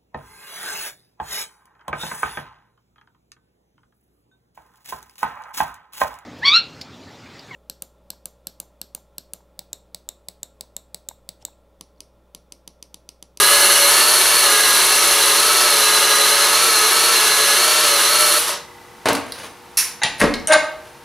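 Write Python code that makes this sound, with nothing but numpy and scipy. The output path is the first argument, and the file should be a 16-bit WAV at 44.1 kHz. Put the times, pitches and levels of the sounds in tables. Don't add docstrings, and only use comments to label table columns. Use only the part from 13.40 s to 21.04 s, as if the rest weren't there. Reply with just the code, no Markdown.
import sys
import numpy as np
from scipy import signal
from scipy.fft import rfft, irfft
from scipy.io import wavfile

SR = 44100
rng = np.random.default_rng(int(sys.argv[2]) if len(sys.argv) > 2 else 0)


def natural_amplitude(level_db):
    exponent = np.asarray(level_db, float) / 20
    return 10 ** exponent


def wrap_up_sound(samples):
    columns = np.atleast_2d(samples).T
    tamed = np.clip(columns, -1, 1)
    steps = np.round(tamed * 32767).astype(np.int16)
    wavfile.write(sys.argv[1], SR, steps)


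N = 336924
TIME = np.arange(N) / SR
TRIGGER_OFF_S = 4.99
SHAFT, WHEEL = .0313, .00263


def evened(x):
    return x / np.sqrt(np.mean(x ** 2) + 1e-20)


def over_time(table):
    s, *columns = np.transpose(table)
    return [np.interp(TIME, s, column) for column in columns]


def hiss():
    return rng.standard_normal(N)


def read(points, hz):
    f, value = np.transpose(points)
    return np.interp(np.log(hz + 1), np.log(f + 1), value)


def colour(x, points):
    level_db = np.maximum(read(points, abs(np.fft.fftfreq(8192, 1 / SR))), -100)
    log_gain = np.log(natural_amplitude(level_db))
    taps = np.fft.ifft(np.exp(np.conj(signal.hilbert(log_gain)))).real[:4096]
    return signal.oaconvolve(x, taps / np.linalg.norm(taps))[:len(x)]


def resonate(x, hz, width):
    turn = np.exp(2j * np.pi * np.cumsum(hz * np.ones(len(x))) / SR)
    r = np.exp(-np.pi * width / SR)
    return 2 * (turn * signal.lfilter([1 - r], [1, -r], x / turn)).real


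def drift(hz):
    coarse = rng.standard_normal(N // 64 + 2)
    smooth = signal.sosfiltfilt(signal.butter(2, hz, fs=SR / 64, output="sos"), coarse)
    return np.interp(np.arange(N) / 64, np.arange(len(coarse)), evened(smooth))


def ring(modes, longest, rise):
    t, x = TIME[:SR // 2], 0
    for hz, db, t60 in modes:
        fade = natural_amplitude(db - 60 * t / min(t60, longest))
        for detune, phase in rng.uniform(-1, 1, (6, 2)):
            near_hz = hz + detune * (22 + .015 * hz)
            x = x + fade * np.sin(2 * np.pi * near_hz * t + phase)
    x = x * np.minimum(t / rise, 1)
    return x / np.linalg.norm(x)


def blows(hits, body, longest, rise):
    spectrum, modes = body
    bass, treble, clicks = np.zeros((3, N))
    for s, db, t60, ring_db, treble_db in hits:
        after = np.maximum(TIME - s, 0)
        length = max(t60, .002)
        burst = natural_amplitude(db - 6.5 - 60 * after / length)
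        bass += burst * np.minimum(after / rise, 1)
        treble += burst * natural_amplitude(treble_db - 30 * after / length) * np.minimum(after / (0.23 * rise), 1)
        clicks[int(s * SR)] += natural_amplitude(db + ring_db + 21.0) * rng.choice([-1, 1])
    split = signal.butter(2, 4500, fs=SR, output="sos")
    noise = rng.standard_normal((2, N))
    dull = signal.sosfilt(split, noise)
    contact = colour(bass * dull[0] + treble * (noise[1] - dull[1]), spectrum)
    return contact + signal.oaconvolve(clicks, ring(modes, longest, 0.18 * rise))[:N]


LONGEST = dict(bench=.15, thump=.19, handle=.17, slide=.14, small=.12, vise=.08)

# f/Hz, t60/s
ROOM_RING = [(200, .62), (530, .56), (1390, .56), (3680, .46), (9700, .31)]


def tail(first):
    taps = np.zeros(SR)
    at = np.arange(first, SR - 20, 20)
    taps[at + rng.integers(0, 20, len(at))] = rng.choice([-1., 1.], len(at))
    hz, t, z = signal.stft(taps, SR, nperseg=256)
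    dying = natural_amplitude(-60 * t / read(ROOM_RING, hz)[:, None])
    out = signal.istft(z * dying, SR, nperseg=256)[1]
    return out / np.linalg.norm(out)


# f/Hz, level/dB per Hz
AIR_COLOUR = [(20, -30), (60, 2), (150, 1.5), (400, -0.5), (620, -2.5), (900, 3.5), (1500, -2.5),
              (2500, -7), (6000, -12.5), (7500, -16.5), (10000, -14), (15500, -22), (16500, -50)]
AIR_DB = -43.5


def air(level_db):
    return natural_amplitude(level_db) * colour(hiss(), AIR_COLOUR)


# f/Hz, level/dB
MAINS_HUM = [(360.5, -55), (479.3, -53)]
# f/Hz, width/Hz, level/dB
FAN_TONES = [(807, 30, -57), (910, 35, -53)]
# t/s, level/dB
STAND_RUMBLE = [
    (0.0, -49),
    (2.04, -51.5),
    (6.64, -72),
    (6.87, -55),
    (7.64, -58),
]
# t/s, level/dB
MOTOR_TICK = [
    (5.2, -42),
    (5.65, -42),
    (6.1, -52),
    (7.64, -53),
]


def background():
    hum = sum(np.sqrt(2) * natural_amplitude(db + 0.65 * drift(hz=5.5)) * np.sin(2 * np.pi * hz * TIME)
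              for hz, db in MAINS_HUM)
    fan = sum(natural_amplitude(db) * evened(resonate(resonate(hiss(), hz, width), hz, width))
              for hz, width, db in FAN_TONES)
    tick_phase = ((TIME - 5.345) * 29.9) % 1
    pulse = np.exp(-((tick_phase - .2) / .15) ** 2)
    tick_db, = over_time(MOTOR_TICK)
    tick = natural_amplitude(tick_db + 1.5 * drift(hz=12)) * pulse * np.sin(2 * np.pi * 1990 * TIME)
    rumble_db, = over_time(STAND_RUMBLE)
    rumble = natural_amplitude(rumble_db) * evened(resonate(resonate(hiss(), 41, 45), 41, 45))
    return air(AIR_DB + 0.16 * drift(hz=16)) + hum + fan + tick + rumble


# t/s, level/dB
RUB_STROKES = [
    [(5.86, -47), (5.93, -47), (6.0, -40), (6.06, -41.5), (6.1, -50), (6.15, -67)],
    [(7.45, -52), (7.53, -57), (7.58, -58)],
]
# f/Hz, level/dB per Hz
RUB_COLOUR = [(150, -11), (500, -3), (1230, -6), (1980, -5.5), (5420, -14), (6500, -13), (7500, -23),
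              (10500, -11), (12500, -27), (16000, -28)]


def rustle():
    stroke = sum(natural_amplitude(np.interp(TIME, *np.transpose(rows), left=-99, right=-99)) for rows in RUB_STROKES)
    return stroke * natural_amplitude(4.0 + 2.5 * drift(hz=80)) * colour(hiss(), RUB_COLOUR)


# colour (f/Hz, level/dB per Hz), then modes (f/Hz, level/dB, t60/s).
TAP_BLOWS = [
    (5.9209, -10.5, 0.022, -22, -1),
    (5.9873, -25, 0.015, -16, -1.2),
    (6.999, -25, 0.011, -12, -6),
]
TAP_BODY = [(880, -39), (1500, -10), (2610, -23), (2860, -18), (4780, 1), (6560, -26), (10100, -4),
            (16000, -21)], [(4040, -11, .012), (5500, 10, 0.011), (10400, -5, .008)]
TICK_BLOWS = [
    (5.7312, -7, 0.01, -17, 0),
    (7.2024, -26, .008, -20, 0),
]
SMALL_TICK_BODY = [(800, -30), (4000, -22), (5600, -2), (7000, -16), (10200, -3), (12500, -8),
                   (16000, -14)], [(10300, 0, .012), (9300, -5, .01)]
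RATTLE_BLOWS = [
    (6.939, -15, 0.04, -6, 3),
    (6.944, -24, .04, -2, 0),
    (6.955, -36, .02, 9, -6),
]
RATTLE_BODY = [(350, -30), (1200, -12), (1800, -3), (2800, -8), (4280, 0), (5260, -8), (7500, -16),
               (16000, -30)], [(2170, -3, 0.22), (1680, -6, .05), (4200, 0, .05), (5750, -6, 0.03),
               (9320, -6, .03), (12600, -14, .015)]
CLINK_BLOWS = [
    (7.0726, -10.5, 0.014, -2.5, 3),
    (7.082, -21, .015, 5, -8),
]
CLINK_BODY = [(880, -51), (1500, -11), (3090, -10), (4430, -16), (6110, -7), (7390, -19), (8600, -8),
              (11200, -14), (16500, -48)], [(2950, -11, 0.08), (5730, -9, .03), (6400, -6, .03),
              (8800, 3.5, 0.046), (10700, 0, 0.025)]


def small_knocks():
    small = LONGEST["small"]
    taps = blows(TAP_BLOWS, TAP_BODY, small, 0.0018)
    ticks = blows(TICK_BLOWS, SMALL_TICK_BODY, small, .001)
    rattle = blows(RATTLE_BLOWS, RATTLE_BODY, small, 0.0016)
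    return taps + ticks + rattle + blows(CLINK_BLOWS, CLINK_BODY, small, .001)


BENCH_BLOWS = [
    (5.6562, -4, 0.095, -16.5, -3),
    (5.666, -11, .07, -16, -8),
    (5.674, -13, 0.07, -12, -6),
    (5.686, -6, 0.057, -16, 8),
    (5.697, -9, .06, -12, -10),
    (5.705, -6.5, 0.064, -13, -16),
    (5.722, -14, 0.056, -2, -10),
    (5.75, -11, 0.066, -18, 6),
    (5.767, -13, 0.074, -14, -16),
]
BENCH_BODY = [(29, -72), (60, -17), (110, -11), (193, -29), (264, 2), (321, -7), (408, -4.5), (842, -5),
              (2620, -15.5), (7210, -23.5), (10100, -21), (16000, -40)], [(263, 1, 0.14), (437, -9, 1.5),
              (875, -28, .3), (997, -7, 0.58), (1190, -22, 0.29)]


def bench_knocks():
    return blows(BENCH_BLOWS, BENCH_BODY, LONGEST["bench"], 0.002)


BAR_BLOWS = [
    (6.371, -5.5, 0.32, -8, 0.9),
    (6.384, -19, 0.33, 9, 1.2),
]
BAR_BODY = [(180, -71), (300, -37), (1060, -10), (1530, -9), (1800, -3.5), (3140, -11.5), (5930, -2.5),
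            (8160, -10), (10100, 4.5), (15400, -15), (16500, -43)], [(1890, -24, 0.36), (2630, 2, 2.3),
            (3830, -5, 0.45), (4260, -8, 0.22), (5020, -8, 0.47), (5100, -17, 2.0), (5570, 12, 0.29),
            (8600, 3, 0.27), (9798, -8, 0.31), (9800, -3, 0.28), (10320, -10, 0.32)]


def handle_clank():
    return blows(BAR_BLOWS, BAR_BODY, LONGEST["handle"], 0.0075)


SLIP_BLOWS = [
    (6.6172, -33, .03, 16, -10),
    (6.6205, -34.5, .03, 17, -10),
    (6.6245, -32, .03, 18, -10),
    (6.6285, -43, .03, 12, -10),
]
SLIP_BODY = [(300, -40), (1600, -2), (4000, -6), (9000, -30)], [(830, -7.5, 0.14), (1640, -3, 0.087),
             (1960, -3, .05), (2700, -10, .1), (3840, -11, 0.065), (6300, -11, .04)]
SLIDE_BLOWS = [
    (6.6335, -7, 0.033, -2.5, 7),
    (6.641, -9.5, 0.038, -7, -15),
    (6.647, -9, 0.065, -10, -19),
    (6.659, -14, 0.1, -13, -20),
]
SLIDE_BODY = [(120, -8), (683, -4.5), (1210, -10), (1750, -6), (2600, -1.5), (5840, -8), (7200, -15),
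              (8120, -27), (9580, -1), (16000, -67)], [ (885, -5, .2), (1130, -13, .15), (1572, -15, .15),
              (1900, -1, 0.11), (2900, -6, .19), (3190, -6, .2), (3640, -7, .2), (3900, -2, .12),
              (4800, -4, .08), (5394, -9, .15), (6000, -10, 0.12), (7100, -1, .03)]


def handle_slide():
    slips = blows(SLIP_BLOWS, SLIP_BODY, LONGEST["slide"], 0.0055)
    return slips + blows(SLIDE_BLOWS, SLIDE_BODY, LONGEST["slide"], 0.0035)


SCUFF_BLOWS = [
    (6.782, -40, .2, -25, 8),
    (6.794, -31, .1, -25, 6),
    (6.797, -24, .05, -14, 2),
    (6.802, -12, .05, -8, 2),
    (6.808, -15, .04, -4, -8),
    (6.8145, -5, .02, -2, -8),
    (6.823, -12, .04, -5, -6),
    (6.837, -17, .05, -6, -4),
]
SCUFF_BODY = [(300, -11), (900, -4), (2000, -12), (2700, -17), (4000, -14), (7500, -18), (10400, -6),
              (16000, -40)], [(1090, -7, 0.058), (1700, -3, 0.1), (1905, 6, 0.026), (2120, 2, 0.04),
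              (2530, -2, 0.084), (3150, -22, .1)]
THUMP_BLOWS = [
    (6.8175, -1, 0.056, -10, -3),
    (6.8265, -2, 0.05, -3.5, -9),
    (6.839, -2, 0.083, -18, -13),
    (6.856, -12, 0.054, -11, -12),
    (6.873, -15, .08, -5, -12),
]
THUMP_BODY = [(15, -50), (25, -12), (53, -14), (170, -11), (300, -8), (489, -7), (900, -11.5),
              (2480, -23.5), (7510, -29), (16000, -54)], [(48.3, 2, 0.48), (248, 4, .3), (335, -11, .3),
              (422, -4, 0.26), (607, -14, 0.23), (980, -18, 0.25), (1314, -5, 0.26)]


def vise_thump():
    scuffs = blows(SCUFF_BLOWS, SCUFF_BODY, LONGEST["small"], 0.00054)
    return scuffs + blows(THUMP_BLOWS, THUMP_BODY, LONGEST["thump"], 0.0014)


SNAP_BLOWS = [
    (7.1222, -3, .012, -10, -12),
    (7.126, -13, 0.0092, -7, -12),
    (7.1305, -12, .012, -10, -12),
    (7.1335, -14, .01, 0, -12),
    (7.1375, -15.5, .012, 0, -12),
    (7.143, -14, .01, -19, -12),
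    (7.1495, -10, .01, -18, -12),
    (7.1518, -11, .01, -23, -12),
    (7.156, -16, .012, -20, -12),
    (7.171, -17, .012, -20, -12),
]
SNAP_BODY = [(300, -25), (1000, -4), (2000, 0), (3800, -6), (6000, -14), (10000, -20), (14000, -40),
             (16000, -70)], [(9400, 1, .03), (7150, -8, .025), (3830, -12, 0.046)]


def thread_snaps():
    return blows(SNAP_BLOWS, SNAP_BODY, LONGEST["small"], 0.0024)


# t/s, level/dB, hardness of upper partials/dB
SCREW_SQUEAK = [
    (7.078, -31, -2),
    (7.094, -24.5, -2),
    (7.1, -12.5, -12),
    (7.118, -14, -1.5),
    (7.123, -17.5, 5.5),
    (7.14, -17.5, 4.5),
    (7.152, -15.5, -2.5),
    (7.165, -10, -11),
    (7.178, -49, -7),
]
SCREW_PARTIALS = [-16, -1.5, -6, -1, -4, -5, -9, -11, -13, -13, -16, -16]
# f/Hz, level/dB, t60/s
VISE_MODES = [(640, 0.5, .2), (926, 0, .1), (1198, 3.5, 0.12), (1570, -5.5, .06), (1720, 3, .15),
              (1858, 3, 0.1), (2155, 6, 0.086), (3000, -4, .1), (3700, -1, 0.11), (4240, -6, .1)]
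# f/Hz, level/dB per Hz
SCRAPE_COLOUR = [(150, -33), (330, -31), (630, 9), (1000, -2.5), (1700, 3), (2400, 1), (4000, -13),
                 (9000, -27), (16000, -70)]
GRIT_COLOUR = [(1500, -31), (2500, -40), (4000, 6), (6500, -3), (8300, -23), (10500, -14), (13000, -28),
               (14500, -58)]
# f/Hz, width/Hz, level/dB
GRIT_SQUEAL = [(9550, 220, 17), (7090, 300, 15), (3750, 200, 5)]


def squeak():
    level_db, hard_db = over_time(SCREW_SQUEAK)
    on = (TIME > SCREW_SQUEAK[0][0]) * (TIME < SCREW_SQUEAK[-1][0])
    turns = np.cumsum(312 * (1 + .014 * drift(hz=60))) / SR
    slips = 0
    for k, db in enumerate(SCREW_PARTIALS, 1):
        waver_db = (1.5 if k == 2 else 4.0) * drift(hz=68.4)
        partial = np.cos(2 * np.pi * (k * turns + rng.random()))
        slips = slips + partial * natural_amplitude(db + (k > 2) * hard_db + waver_db)
    scrape = 0.98 * natural_amplitude(hard_db) * colour(hiss(), SCRAPE_COLOUR)
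    drive = on * natural_amplitude(level_db) * (slips + scrape)
    grit_level = natural_amplitude(-42) + natural_amplitude(-21) * np.exp(-((TIME - 7.135) / 0.011) ** 2)
    grit = colour(on * grit_level * hiss(), GRIT_COLOUR)
    grit = grit + sum(natural_amplitude(db) * resonate(grit, hz, width) for hz, width, db in GRIT_SQUEAL)
    casting = signal.oaconvolve(drive, ring(VISE_MODES, LONGEST["vise"], 0.00034))[:N]
    return natural_amplitude(-1.5) * drive + natural_amplitude(-13) * casting + grit


BRAKE_BLOWS = [
    (5.015, -48, .03, 12, 0),
    (5.085, -36, .03, 17.4, 0.011),
]
BRAKE_BODY = [(300, -10), (1000, 0), (3000, -20)], [(599, 1, .15), (1180, -4, .1), (970, -3, 0.11)]


def brake():
    return blows(BRAKE_BLOWS, BRAKE_BODY, LONGEST["bench"], 0.063)


# f/Hz, width/Hz, level/dB
SHELL = [(2758, 71, 7.5), (4290, 360, 1.5), (5710, 880, 7), (1016, 210, 2), (373, 25.7, 12.5),
         (2923, 19, 2)]


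def housing(x):
    driven = np.clip((TRIGGER_OFF_S + .02 - TIME) / .04, .25, 1)
    return x + driven * sum((natural_amplitude(db) - 1) * resonate(x, hz, width) for hz, width, db in SHELL)


# t/s, level/dB, top hiss minus level/dB
SCRATCH = [
    (0.0, -10.5, -5.5),
    (0.79, -11, -6),
    (2.51, -11, -8.5),
    (4.61, -11.5, -8.5),
    (4.97, -12.5, -5),
    (5.02, -17, -7.5),
    (5.105, -16, -9.5),
    (5.14, -21, -15),
    (5.18, -27.5, -20),
]
# f/Hz, level/dB per Hz
SCRATCH_LOW = [(30, -40), (204, -19), (431, -6.5), (507, -6), (672, -5), (1260, 2), (2430, -4),
               (2730, -2.5), (4260, 0.5), (5010, -6.5), (8000, -9.5), (10400, -34.5)]
SCRATCH_TOP = [(3820, -25.5), (6500, -12), (7280, -12), (9980, 0), (11000, 0), (12100, -8.5), (15400, -17),
               (16200, -59)]
# f/Hz, width/Hz, share
COASTING = [(4300, 600, -0.54), (1270, 250, -0.17), (5500, 1500, 0.8), (400, 280, 0.67)]


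def brush(turns):
    level_db, top_db = over_time(SCRATCH)
    level_db = level_db - 350 * np.maximum(TIME - SCRATCH[-1][0], 0)
    wheel_db = 0.2 * np.sin(2 * np.pi * (WHEEL * turns + 0.5 * drift(hz=3.3)))
    shaft_db = 0.2 * np.sin(2 * np.pi * SHAFT * turns)
    wobble_db = wheel_db + shaft_db + 0.5 * drift(hz=30)
    strong_flicks = rng.exponential(1, N) * (rng.random(N) < 3000 / SR)
    flicks = rng.standard_normal((2, N)) * (1 + 0.86 * strong_flicks)
    low = housing(colour(flicks[0], SCRATCH_LOW))
    slack = np.clip((TIME - TRIGGER_OFF_S) / .03, 0, 1)
    low = low + slack * sum(share * resonate(low, hz, width) for hz, width, share in COASTING)
    top = colour(flicks[1], SCRATCH_TOP) * natural_amplitude(top_db + 1.0 * drift(hz=200) + 2.0)
    return natural_amplitude(level_db + wobble_db) * (natural_amplitude(-3.5) * evened(low) + top)


# t/s, f/Hz
PRESSED_PITCH = [(0.0, 3970), (0.13, 4085), (0.45, 4070), (1.1, 4010), (1.9, 3990), (2.75, 4025),
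                 (3.1, 4110), (4.0, 4090), (4.45, 4090), (4.62, 4000), (4.72, 4080), (5.0, 4080)]
# start t/s, length/s, speed gain/%, sag time when pressed again/s
HAND_EASES = [
    (.47, .58, 4.6, .015),
    (.62, .13, 2.2, .03),
    (1.37, .36, 3, .03),
    (1.97, .28, 6.5, .08),
    (3.13, .14, 6.5, .05),
    (3.5, .23, 5.5, .015),
    (4.16, .27, 6.3, .05),
    (4.68, .16, 5.8, .1),
    (4.91, .2, 5.8, .1),
]


def mesh():
    gain = 0
    for s, length, percent, sag_s in HAND_EASES:
        run_up = 1 - np.exp(-np.clip(TIME - s, 0, length) / .045)
        sag = np.exp(-np.maximum(TIME - s - length, 0) / sag_s)
        gain = gain + percent * run_up * sag
    pressed_hz, = over_time(PRESSED_PITCH)
    return pressed_hz * (1 + gain / 100), gain


# t/s, grip on gearbox/0-1, vents facing microphone/0-1, lean toward vise/0-1
DRILL_HOLD = [(0, 0.9, 0.45, 0.8), (.44, 0.65, 0.3, 1), (.52, 0.7, 0.27, 0.5), (.98, 0.5, 0, 0.16),
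              (1.08, 0.7, 0.5, 0.7), (1.35, 0.63, 0, 0.6), (1.45, 0.3, 0, 0.1), (1.88, 0.4, 0.1, 0.88),
              (2.08, 0, 0.58, 0.4), (2.45, 0.58, 0.4, 0.42), (2.95, 0.58, 0.5, 0.78),
              (3.13, 0.56, 0.37, 0.1), (3.2, 0.3, 0.05, 0.3), (3.3, 0.4, 0.47, 0), (3.8, 0.46, 0.24, 0),
              (4.12, 0.7, 0.38, 0.43), (4.35, 0.44, 0.22, 0.62), (5, 0.26, 0.47, 0.9)]
# t/s, load/0-1
SIDE_LOAD = [(0, 1), (1.1, 1), (1.3, .5), (2.3, .7), (2.5, 0), (3.1, .1), (3.3, .5), (3.8, .1), (4.15, .1),
             (4.3, .55), (5, .35)]
# multiple of mesh, level/dB at full grip, facing and lean,
# loss without grip/dB, without facing/dB, without lean/dB, change per % of run-up/dB
MESH_WHINE = (1.005, -12.5, 2, 4, 0, .1)
PLANET_GEARS = [(.308, -18.5, 0, 13, 0, .2), (.413, -20.5, 15, 0, 0, -.5), (.14, -28.5, 0, 0, 12, .4),
                (.107, -34.5, 0, 6, -7, -.6), (.4994, -28, 8, 0, 4, -1.2), (.7243, -24.5, 12, 0, 10, 0),
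                (.3586, -35, 22, 6, -12, 0)]
# multiple of mesh, level/dB
WEAK_LINES = [(0.258, -42), (.535, -32.5), (0.666, -44.5), (1.499, -37), (1.561, -35.5)]
# shaft turns off the mesh, level/dB
WHINE_SIDEBANDS = [(-2, -18), (-1, -11), (0, .5), (1, -3), (2, -5), (3, -17)]


def gears():
    mesh_hz, run_up = mesh()
    grip, facing, lean = over_time(DRILL_HOLD)
    jitter = .003 * drift(hz=11.97) + .0012 * drift(hz=152.0)
    turns = np.cumsum(mesh_hz * (1 + jitter)) / SR
    wheel = 2 * np.pi * (WHEEL * turns + .15 * drift(hz=4))
    turns = turns + np.cumsum(mesh_hz * .004 * np.sin(wheel)) / SR
    sway, = over_time(SIDE_LOAD)
    strong = []
    for k, db, grip_db, away_db, lean_db, run_db in [MESH_WHINE, *PLANET_GEARS]:
        lost_db = grip_db * (1 - grip) + away_db * (1 - facing) + lean_db * (1 - lean)
        strong.append((k, db - lost_db + run_db * run_up))
    lines = strong[1:] + list(WEAK_LINES)
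    for k, db in WHINE_SIDEBANDS:
        sway_loss_db = 9 * (1 - sway) if k else 3 * sway
        lines.append((MESH_WHINE[0] + k * SHAFT, strong[0][1] + db - 10.0 - sway_loss_db))
    whine = 0
    for k, db in lines:
        near_mesh = .9 < k < 1.2
        chuck = 1 + .38 * np.sin((1 + (.2 < k < .9)) * wheel + 2 * np.pi * rng.random())
        rough = near_mesh * .3 * drift(hz=45)
        flutter_db = (2.3 if near_mesh else 1.2) * drift(hz=40.7) + (k < .2) * drift(hz=7.1)
        line = np.sin(2 * np.pi * (k * turns + rng.random()) + rough)
        whine = whine + np.sqrt(2) * natural_amplitude(db + flutter_db) * chuck * line
    return turns, housing(whine) * np.clip((TRIGGER_OFF_S - TIME) / 0.011, 0, 1)


# f/Hz, side minus mid level/dB
STEREO_WIDTH = [(40, -10), (150, -19.5), (350, -14), (700, -23), (1500, -28), (3000, -21), (5000, -23),
                (5900, -12), (8500, -6), (11000, -25.5), (16000, -20)]
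# f/Hz, left minus right level/dB
PORT_LEAN = [(60, 1.5), (130, 2.5), (290, 0.5), (640, 0.5), (1410, 0.45), (3100, 0), (6820, -1),
             (15000, 1.5)]


def stereo_side(mid):
    spread = signal.fftconvolve(mid, tail(first=0)[:9000])[:N]
    hz = np.fft.rfftfreq(N, 1 / SR)
    reflections = rfft(spread) * natural_amplitude(read(STEREO_WIDTH, hz))
    leaning = rfft(mid) * np.tanh(read(PORT_LEAN, hz) * np.log(10) / 40)
    bass = signal.sosfilt(signal.butter(1, 70, fs=SR, output="sos"), mid)
    return irfft(reflections + leaning, N) + .02 * bass


def scene():
    turns, whine = gears()
    scratch = brush(turns)
    bench, handle = bench_knocks(), handle_clank()
    vise = small_knocks() + handle_slide() + vise_thump() + thread_snaps() + brake() + squeak() + rustle()
    hands = bench + handle + vise
    to_room = natural_amplitude(-14) * whine + natural_amplitude(-11.0) * scratch + natural_amplitude(-5.0) * hands
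    wet = signal.fftconvolve(to_room, tail(first=100))[:N]
    mid = natural_amplitude(-1.0) * whine + natural_amplitude(-1.5) * scratch + hands + wet + background()
    side = stereo_side(mid) + .04 * vise - .1 * handle - .16 * resonate(whine, 4100, 900)
    side = side + air(AIR_DB - 13.5)
    return np.array([mid + side, mid - side])


def band_limit(x):
    return signal.sosfilt(signal.butter(12, 16990, fs=SR, output="sos"), x)


def record(dry):
    heard = signal.sosfilt(signal.butter(3, 42, "high", fs=SR, output="sos"), dry)
    limited = 1.228 * np.tanh(heard / 1.402)
    edge = signal.firwin(511, 15950, window=("kaiser", 8), fs=SR)
    mix = signal.oaconvolve(limited, edge[None], "same")
    return band_limit(mix)


dry = scene()
out = record(dry)
wrap_up_sound(out)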